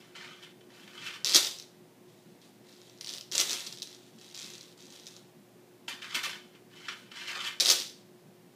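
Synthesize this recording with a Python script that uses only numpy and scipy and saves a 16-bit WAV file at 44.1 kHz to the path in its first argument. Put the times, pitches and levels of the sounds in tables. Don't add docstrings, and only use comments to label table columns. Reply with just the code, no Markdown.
import sys
import numpy as np
from scipy import signal
from scipy.io import wavfile
from scipy.ndimage import uniform_filter1d

SR = 44100
rng = np.random.default_rng(int(sys.argv[2]) if len(sys.argv) > 2 else 0)


def unload_audio(sound):
    columns = np.transpose(np.atleast_2d(sound))
    steps = np.round(np.clip(columns, -1, 1) * 32767)
    wavfile.write(sys.argv[1], SR, steps.astype(np.int16))


def attenuation_scalar(level_db):
    decades = np.asarray(level_db, float) / 20
    return 10 ** decades


N = 377348

# start in seconds, peak in dB, click pitch in Hz.
FALLING_BEADS = [(1.2466, -12.6, 4930), (1.2607, -15.6, 5210), (1.2948, -14.7, 4910), (1.3263, -15.7, 4910),
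                 (1.3367, -13.3, 4820), (1.3409, -12.5, 4620), (1.3467, -4.7, 5210), (1.35, -5.2, 5650),
                 (1.3549, -7.2, 4700), (1.3593, -3.3, 4750), (1.3638, -6.4, 5200), (1.3756, -8.1, 4850),
                 (1.4479, -18.5, 5290), (1.4714, -19, 4800), (1.5114, -28.2, 5980), (1.5871, -28.8, 5490),
                 (1.6249, -36.2, 5470), (7.6004, -11.5, 4740), (7.6077, -11.7, 4990), (7.6505, -13.9, 5300),
                 (7.6589, -10.7, 4580), (7.6687, -12.1, 4830), (7.6913, -9, 4780), (7.7008, -4.2, 5480),
                 (7.705, -7.5, 5270), (7.7575, -20.9, 5280), (7.8003, -21.1, 4920)]
# start in seconds, peak in dB, pitch in Hz.
HANDLED_BEADS = [(2.4171, -47.3, 5080), (2.8167, -40.7, 4960), (2.8974, -40.9, 4880), (3.0111, -25.1, 4860),
                 (3.0462, -27.5, 4680), (3.0936, -24.7, 4990), (3.1374, -25.2, 4680), (3.211, -28.2, 5110),
                 (3.3157, -27.1, 5330), (3.3219, -20.7, 5660), (3.352, -18, 6040), (3.3549, -16.4, 5730),
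                 (3.3804, -10.7, 6200), (3.4014, -9, 5480), (3.4122, -12, 5940), (3.4958, -17.7, 5850),
                 (3.6062, -27.7, 5740), (3.6664, -26.7, 5400), (3.7265, -26.6, 5040), (3.821, -22.2, 4970),
                 (3.8287, -23.7, 5540), (3.8734, -32.8, 5250), (4.347, -30.1, 5600), (4.3917, -29.6, 5760),
                 (4.537, -31.5, 5570), (4.611, -31.6, 5290), (4.9244, -36, 5760), (5.0685, -29.8, 5180),
                 (5.0753, -31.7, 5570), (5.1655, -35.2, 5600)]
# start in seconds, length in seconds,
# mean gap in ms, peak in dB, click pitch in Hz.
BEAD_RUNS = [(1.252, 0.072, 5.92, -19.5, 4910), (1.363, 0.0146, 4.3, -10.5, 4970),
             (1.45, 0.0362, 8.1, -23, 5080), (1.592, 0.00965, 4, -31, 5300),
             (2.725, 0.0647, 12, -49.5, 4800), (2.97, .02, 10.7, -46.5, 4900),
             (3.059, 0.1328, 9, -30, 4880), (3.324, 0.0442, 6.62, -27, 5414),
             (3.387, 0.033, 7.08, -15, 5600), (3.502, .04, 8, -20.5, 5550),
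             (3.668, 0.00863, 2.47, -31, 4950), (3.742, .06, 13.1, -36, 5250),
             (3.888, 0.066, 14.4, -41.5, 4894), (4.176, .14, 15.7, -42.5, 5080),
             (4.351, 0.128, 15.46, -33, 5640), (4.502, 0.154, 24.3, -37.5, 5402),
             (4.786, .33, 26, -40.5, 5652), (7.601, 0.02537, 3.03, -16.5, 4928),
             (7.627, 0.02006, 7.4, -22, 4950), (7.678, .021, 4.97, -14, 4735),
             (7.699, 0.02615, 3.72, -12, 4890), (7.785, 0.0417, 8.89, -23, 4750),
             (7.845, .055, 10.72, -35.5, 4642)]
# start in seconds, rise in seconds,
# top level in dB, fall in dB per second.
FLOOR_MOVEMENTS = [(1.245, 0.147, -36, 132.5), (2.05, 0.0447, -72.5, 23), (2.41, 0.0118, -65.5, 95.5),
                   (2.64, 0.027, -65.5, 18), (2.8, 0.053, -65.5, 120.5), (3.008, 0.087, -50, 150.5),
                   (3.315, 0.073, -36.5, 69), (3.45, 0.0635, -41, 99.5), (3.82, 0.0947, -59, 120),
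                   (4.0, 0.041, -66.5, 23), (4.17, 0.053, -62.5, 18), (4.32, 0.0575, -50, 47.5),
                   (4.77, 0.009, -60.5, 33), (4.88, 0.058, -60.5, 42.5), (5.06, 0.067, -60, 200.5),
                   (7.599, 0.089, -32.5, 138)]
# frequency in Hz, spectral level in dB per Hz.
FLOOR_COLOUR = [(120, -77.5), (200, -38), (352, -8), (454, -14), (630, -19.5), (940, -19.5), (2850, -10),
                (3750, -3.5), (5200, -9), (7480, -12.5), (15500, -33)]
# frequency in Hz, spectral level in dB per Hz.
FIZZ_COLOUR = [(1000, -36.5), (4000, 7), (7000, 2), (10000, -5), (15500, -14)]
# start in seconds, level in dB.
BOARD_THUDS = [
    (1.35, -40),
    (1.36, -31.5),
    (3.353, -41),
    (3.4, -47.5),
    (7.602, -42.5),
    (7.622, -41),
    (7.7, -37),
    (6.271, -44.5),
]
# frequency in Hz, width in Hz, level in dB.
BOARD_MODES = [(184, 43, -11.5), (287.8, 67, -4), (423, 47, -0.5), (599.6, 290, 20.5), (922, 200, 3)]


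def floor_beads():
    wood = tick(FLOOR_COLOUR, spread_ms=0.4357)
    fizz = tick(FIZZ_COLOUR, spread_ms=0.332)
    rows = FALLING_BEADS + HANDLED_BEADS + [row for run in BEAD_RUNS for row in run_of_beads(*run)]
    out = strikes(rows, [wood], body_db=1.5, chatter_ms=0.85, cycles=0.742, trim_db=1.4)
    for s, db, hz in rows:
        add(out, s - 20 / SR, attenuation_scalar(1.156 * db + 4.5) * signal.fftconvolve(fizz, chatter(2.2)))
    for s, db in BOARD_THUDS:
        add(out, s, attenuation_scalar(db + 20.5) * ring(BOARD_MODES))
    handling = movements(FLOOR_MOVEMENTS, haste=1)
    return out + patter(handling, [wood], per_s=1300, spread_db=4.0, trim_db=2.5)


# start in seconds, peak in dB, click pitch in Hz.
DRAGGED_BEADS = [(0.1576, -31.5, 2690), (0.1642, -45, 2710), (0.2127, -33, 2700), (0.2465, -29.5, 2380),
                 (0.2879, -34.5, 2300), (0.343, -49, 2800), (0.4346, -46, 2990), (0.4657, -39.5, 2200),
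                 (0.6096, -41, 2900), (0.7039, -43, 1700), (0.8334, -39.5, 2930), (0.8415, -45, 2940),
                 (0.8775, -33.5, 2810), (1.0005, -38.5, 2900), (1.023, -35.5, 2230), (1.0622, -26.5, 2733),
                 (1.072, -22.5, 2500), (1.0867, -28, 2505), (1.1056, -26.5, 2900), (1.1387, -39, 2580),
                 (1.1473, -38, 3165), (1.1738, -46, 2950),
                 (5.881, -31, 2627), (5.8818, -18, 3010), (6.0213, -27, 2550), (6.0444, -32, 1590),
               (6.1215, -34.5, 1520), (6.1469, -41, 2980), (6.1477, -14.5, 3000), (6.154, -15.5, 2820),
               (6.238, -26.5, 1490), (6.5508, -40, 2670), (6.7377, -44, 2655), (6.8481, -38.5, 3000),
               (6.885, -19.5, 1607), (7.1165, -31.5, 2670), (7.1172, -33, 3060), (7.1509, -50, 2700),
               (7.1708, -26, 2820), (7.284, -22, 3000), (7.3534, -30, 1590), (7.4125, -23, 3030),
               (7.4492, -19, 3500)]
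# start in seconds, rise in seconds,
# top level in dB, fall in dB per second, fizz against knocks in dB.
TABLE_MOVEMENTS = [(0, 0.00224, -57, 68, -6.5), (0.144, 0.0156, -44.5, 48.3, -27),
                   (.42, 0.012, -48, 376, -5), (.69, .06, -55.5, 5, -9), (.9, 0.132, -45.5, 97, -18),
                   (1.03, 0.0347, -39, 166, -11), (1.126, 0.0145, -42.5, 286, -10),
                   (5.877, 0.0049, -37, 155, -7), (5.9, 0.014, -45, 340, -20),
                   (6.015, 0.0044, -43.5, 20.2, -17.5), (6.11, 0.0415, -40, 200, -19),
                   (6.142, 0.0062, -28.5, 256, -4), (6.231, 0.0021, -30, 156.5, -5),
                   (6.3, 0.0346, -44.5, 470, -13.5), (6.5, 0.062, -61, 600, -18.5),
                   (6.7, 0.072, -52.5, 34.5, -14.5), (6.78, 0.0945, -48.5, 300, -25),
                   (6.88, 0.0042, -37.5, 232, -32), (6.95, 0.015, -61.5, 63, 1),
                   (7.11, 0.0767, -42, 28.2, -15.5), (7.27, 0.00984, -37, 72.9, -13),
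                   (7.33, 0.0395, -40, 115.9, -28), (7.401, 0.0768, -33.5, 650, -10.5)]
# frequency in Hz, spectral level in dB per Hz.
TABLE_COLOUR = [(300, -68), (700, -21.5), (1000, -5), (1500, -5.5), (2000, -1), (3100, -3), (4500, -0.5),
                (7300, -10), (15500, -37.5)]
# frequency in Hz, width in Hz, level in dB.
TABLE_MODES = [(940, 45, -20), (1200, 45, -10), (1500, 80, -4), (1640, 80, -5), (1800, 90, -7),
               (2150, 90, -5), (2380, 90, -4), (2670, 110, -3), (3050, 120, 2), (3550, 120, -1),
               (4200, 200, -10), (5300, 300, -12)]


def table_beads():
    places = [attenuation_scalar(-3.0) * ring(TABLE_MODES, place_db=3.0) for _ in range(12)]
    for wood in places:
        add(wood, 0, attenuation_scalar(-6.0) * tick(TABLE_COLOUR, spread_ms=0.9073))
    out = strikes(DRAGGED_BEADS, places, body_db=17.5, chatter_ms=5.2, cycles=2.0, trim_db=-10.5)
    knock_rows = [row[:4] for row in TABLE_MOVEMENTS]
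    fizz_rows = [(s, rise, db + bright, fall) for s, rise, db, fall, bright in TABLE_MOVEMENTS]
    knocks = movements(knock_rows, haste=1)
    fizz = movements(fizz_rows, haste=1.9)
    out += patter(knocks, places, per_s=1800, spread_db=4.0, trim_db=-2.0)
    return out + patter(fizz, [tick(FIZZ_COLOUR, spread_ms=0.3)], per_s=2480, spread_db=2.5, trim_db=-2.0)


def run_of_beads(start, length, gap_ms, db, hz):
    gap_scatter, strength_scatter_db, pitch_scatter = 0.6, 2, 0.06
    luck = rng.standard_normal((30, 3))
    gaps = gap_ms / 1000 * np.exp(gap_scatter * luck[:, 0] / 2)
    s = np.cumsum(gaps) - gap_ms / 2000
    peak_db = db + strength_scatter_db * luck[:, 1]
    pitch = hz * (1 + pitch_scatter * luck[:, 2])
    rows = np.transpose([start + s, peak_db, pitch])
    return list(rows[s < length])


def strikes(rows, bodies, body_db, chatter_ms, cycles, trim_db):
    out = np.zeros(N)
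    for k, (s, db, hz) in enumerate(rows):
        add(out, s - 64 / SR, attenuation_scalar(db + trim_db) * bead(hz, cycles, fall=0.11))
        knock = signal.fftconvolve(bodies[k % len(bodies)], chatter(chatter_ms))
        add(out, s - 20 / SR, attenuation_scalar(db + trim_db + body_db) * knock)
    return out


def bead(hz, cycles, fall):
    u = np.arange(-64, 128) / SR * hz
    swell = np.exp(-0.5 * (u / cycles) ** 2)
    return swell * np.cos(2 * np.pi * (u - fall * u ** 2 / 2 + rng.random()))


def chatter(ms):
    age_ms = np.arange(400) / SR * 1000
    burst = rng.standard_normal(400) * np.exp(-age_ms / ms)
    return burst / np.linalg.norm(burst)


def patter(level, bodies, per_s, spread_db, trim_db):
    chance = per_s / SR * attenuation_scalar(2.6 * drift(200))
    size = attenuation_scalar(spread_db * np.minimum(rng.exponential(1, N), 3)) * rng.choice([-1., 1.], N)
    knocks = attenuation_scalar(trim_db) * level * evened(size * (rng.random(N) < chance))
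    place = rng.integers(0, len(bodies), N // 600 + 1).repeat(600)[:N]
    return sum(signal.oaconvolve(knocks * (place == k), body)[:N] for k, body in enumerate(bodies))


def movements(rows, haste):
    swell_db, longest_s = 11.5, 0.36
    t, power = np.arange(N) / SR, np.zeros(N)
    for s, rise, db, fall in rows:
        u = t[:round((abs(rise) + longest_s) * SR)] - rise
        shape_db = np.where(u < 0, swell_db * u / rise, -haste * fall * u)
        add(power, s, attenuation_scalar(2 * (db + shape_db)))
    return np.sqrt(power)


def ring(modes, place_db=0):
    t = np.arange(SR // 12) / SR
    luck = rng.standard_normal((len(modes), 2))
    out = np.zeros(len(t))
    for (hz, width, db), (strength, side) in zip(modes, luck):
        gain = np.sign(side) * attenuation_scalar(db + place_db * strength) * np.sqrt(width)
        out += gain * np.exp(-np.pi * width * t) * np.sin(2 * np.pi * hz * t)
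    return out / np.linalg.norm(out)


def tick(points, spread_ms):
    hz = np.fft.fftfreq(4096, 1 / SR)
    log_gain = read(points, abs(hz)) * np.log(10) / 20
    lag = 4 * np.pi * spread_ms / 1000 * np.sqrt(4000 * abs(hz)) * np.sign(hz)
    minimum_phase = np.conj(signal.hilbert(log_gain))
    click = np.fft.ifft(np.exp(minimum_phase - 1j * lag)).real[:1024]
    return click / np.linalg.norm(click)


# frequency in Hz, decay time to -60 dB in seconds.
ROOM_DECAY = [(200, 0.15), (660, 0.43), (1740, 0.305), (4590, 0.45), (12100, 0.34)]
# frequency in Hz, level against the direct sound in dB.
ECHO_TINT = [(300, 3.5), (1000, 7), (3300, 3), (5000, -2), (8000, 2.5), (14000, 10)]


def room(x, wet_db, early_db, slap_db):
    taps = np.zeros(3 * SR // 4)
    at = np.arange(60, len(taps) - 20, 10)
    taps[at + rng.integers(0, 10, len(at))] = rng.choice([-1., 1.], len(at))
    hz, t, z = signal.stft(taps, SR, nperseg=256)
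    early = 1 + attenuation_scalar(early_db - 60 * t / 0.0971)
    z = z * attenuation_scalar(-60 * t / read(ROOM_DECAY, hz)[:, None]) * early
    energy = np.linalg.norm(signal.istft(z, SR, nperseg=256)[1])
    tail = signal.istft(z * attenuation_scalar(read(ECHO_TINT, hz))[:, None], SR, nperseg=256)[1]
    tail *= attenuation_scalar(wet_db) / energy
    tail[round(0.004 * SR)] += attenuation_scalar(slap_db)
    return signal.oaconvolve(x, tail)[:N]


# frequency in Hz, spectral level in dB.
QUIET_COLOUR = [(30, -44), (85, -40), (105, -31), (135, -21.5), (170, -7), (300, -11.5), (450, -15.5),
                (700, -19), (1290, -28), (1770, -27.5), (8000, -35.5), (15500, -37.5)]
# frequency in Hz, rms level in dB, wavering in dB.
HUM_LINES = [(118.76, -71, 3), (359.65, -63.5, 2.5)]


def background():
    frames, hz = N // 256 + 5, np.fft.rfftfreq(1024, 1 / SR)
    a, b, patches = rng.standard_normal((frames, 513, 3)).T
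    patches = evened(uniform_filter1d(uniform_filter1d(patches, 3, 0), 10, 1))
    lumpy_db = 2.5 / (1 + (hz / 600) ** 2)
    level_db = read(QUIET_COLOUR, hz)[:, None] + lumpy_db[:, None] * patches
    noise = signal.istft((a + 1j * b) * attenuation_scalar(level_db), nperseg=1024, noverlap=768)[1][:N]
    out = attenuation_scalar(-58.5) * evened(noise)
    t = np.arange(N) / SR
    for f, db, waver_db in HUM_LINES:
        out += np.sqrt(2) * attenuation_scalar(db + waver_db * drift(1500)) * np.sin(2 * np.pi * f * t)
    return out


def drift(samples):
    return evened(uniform_filter1d(uniform_filter1d(rng.standard_normal(N), samples), samples))


def evened(x):
    return x / np.sqrt(np.mean(x ** 2) + 1e-20)


def read(points, hz):
    f, value = np.transpose(points)
    return np.interp(np.log(hz + 1), np.log(f + 1), value)


def add(mix, s, sound):
    part = mix[round(s * SR):][:len(sound)]
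    part += sound[:len(part)]


def scene():
    beads = floor_beads() + table_beads()
    turn = 2 * np.pi * 3.1 * np.arange(N) / SR
    spots = [(1 + np.cos(turn + 2 * np.pi * k / 3)) / 3 for k in range(3)]
    wet = sum(room(beads * np.sqrt(spot), wet_db=-4.8, early_db=2.0, slap_db=-19.0) for spot in spots)
    return (beads + wet + background())[None]


def top_cut(x):
    return signal.sosfilt(signal.butter(12, 16480, fs=SR, output="sos"), x)


def record(dry):
    cut = signal.sosfilt(signal.butter(6, 108, "highpass", fs=SR, output="sos"), dry)
    rumble = attenuation_scalar(-84.5) * evened(signal.lfilter([1], [1, -0.96], rng.standard_normal(N)))
    edge = signal.firwin(255, 15350, window=("kaiser", 3), fs=SR)
    mix = signal.oaconvolve(cut + rumble, edge[None], "same")
    return top_cut(mix)


dry = scene()
out = record(dry)
unload_audio(out)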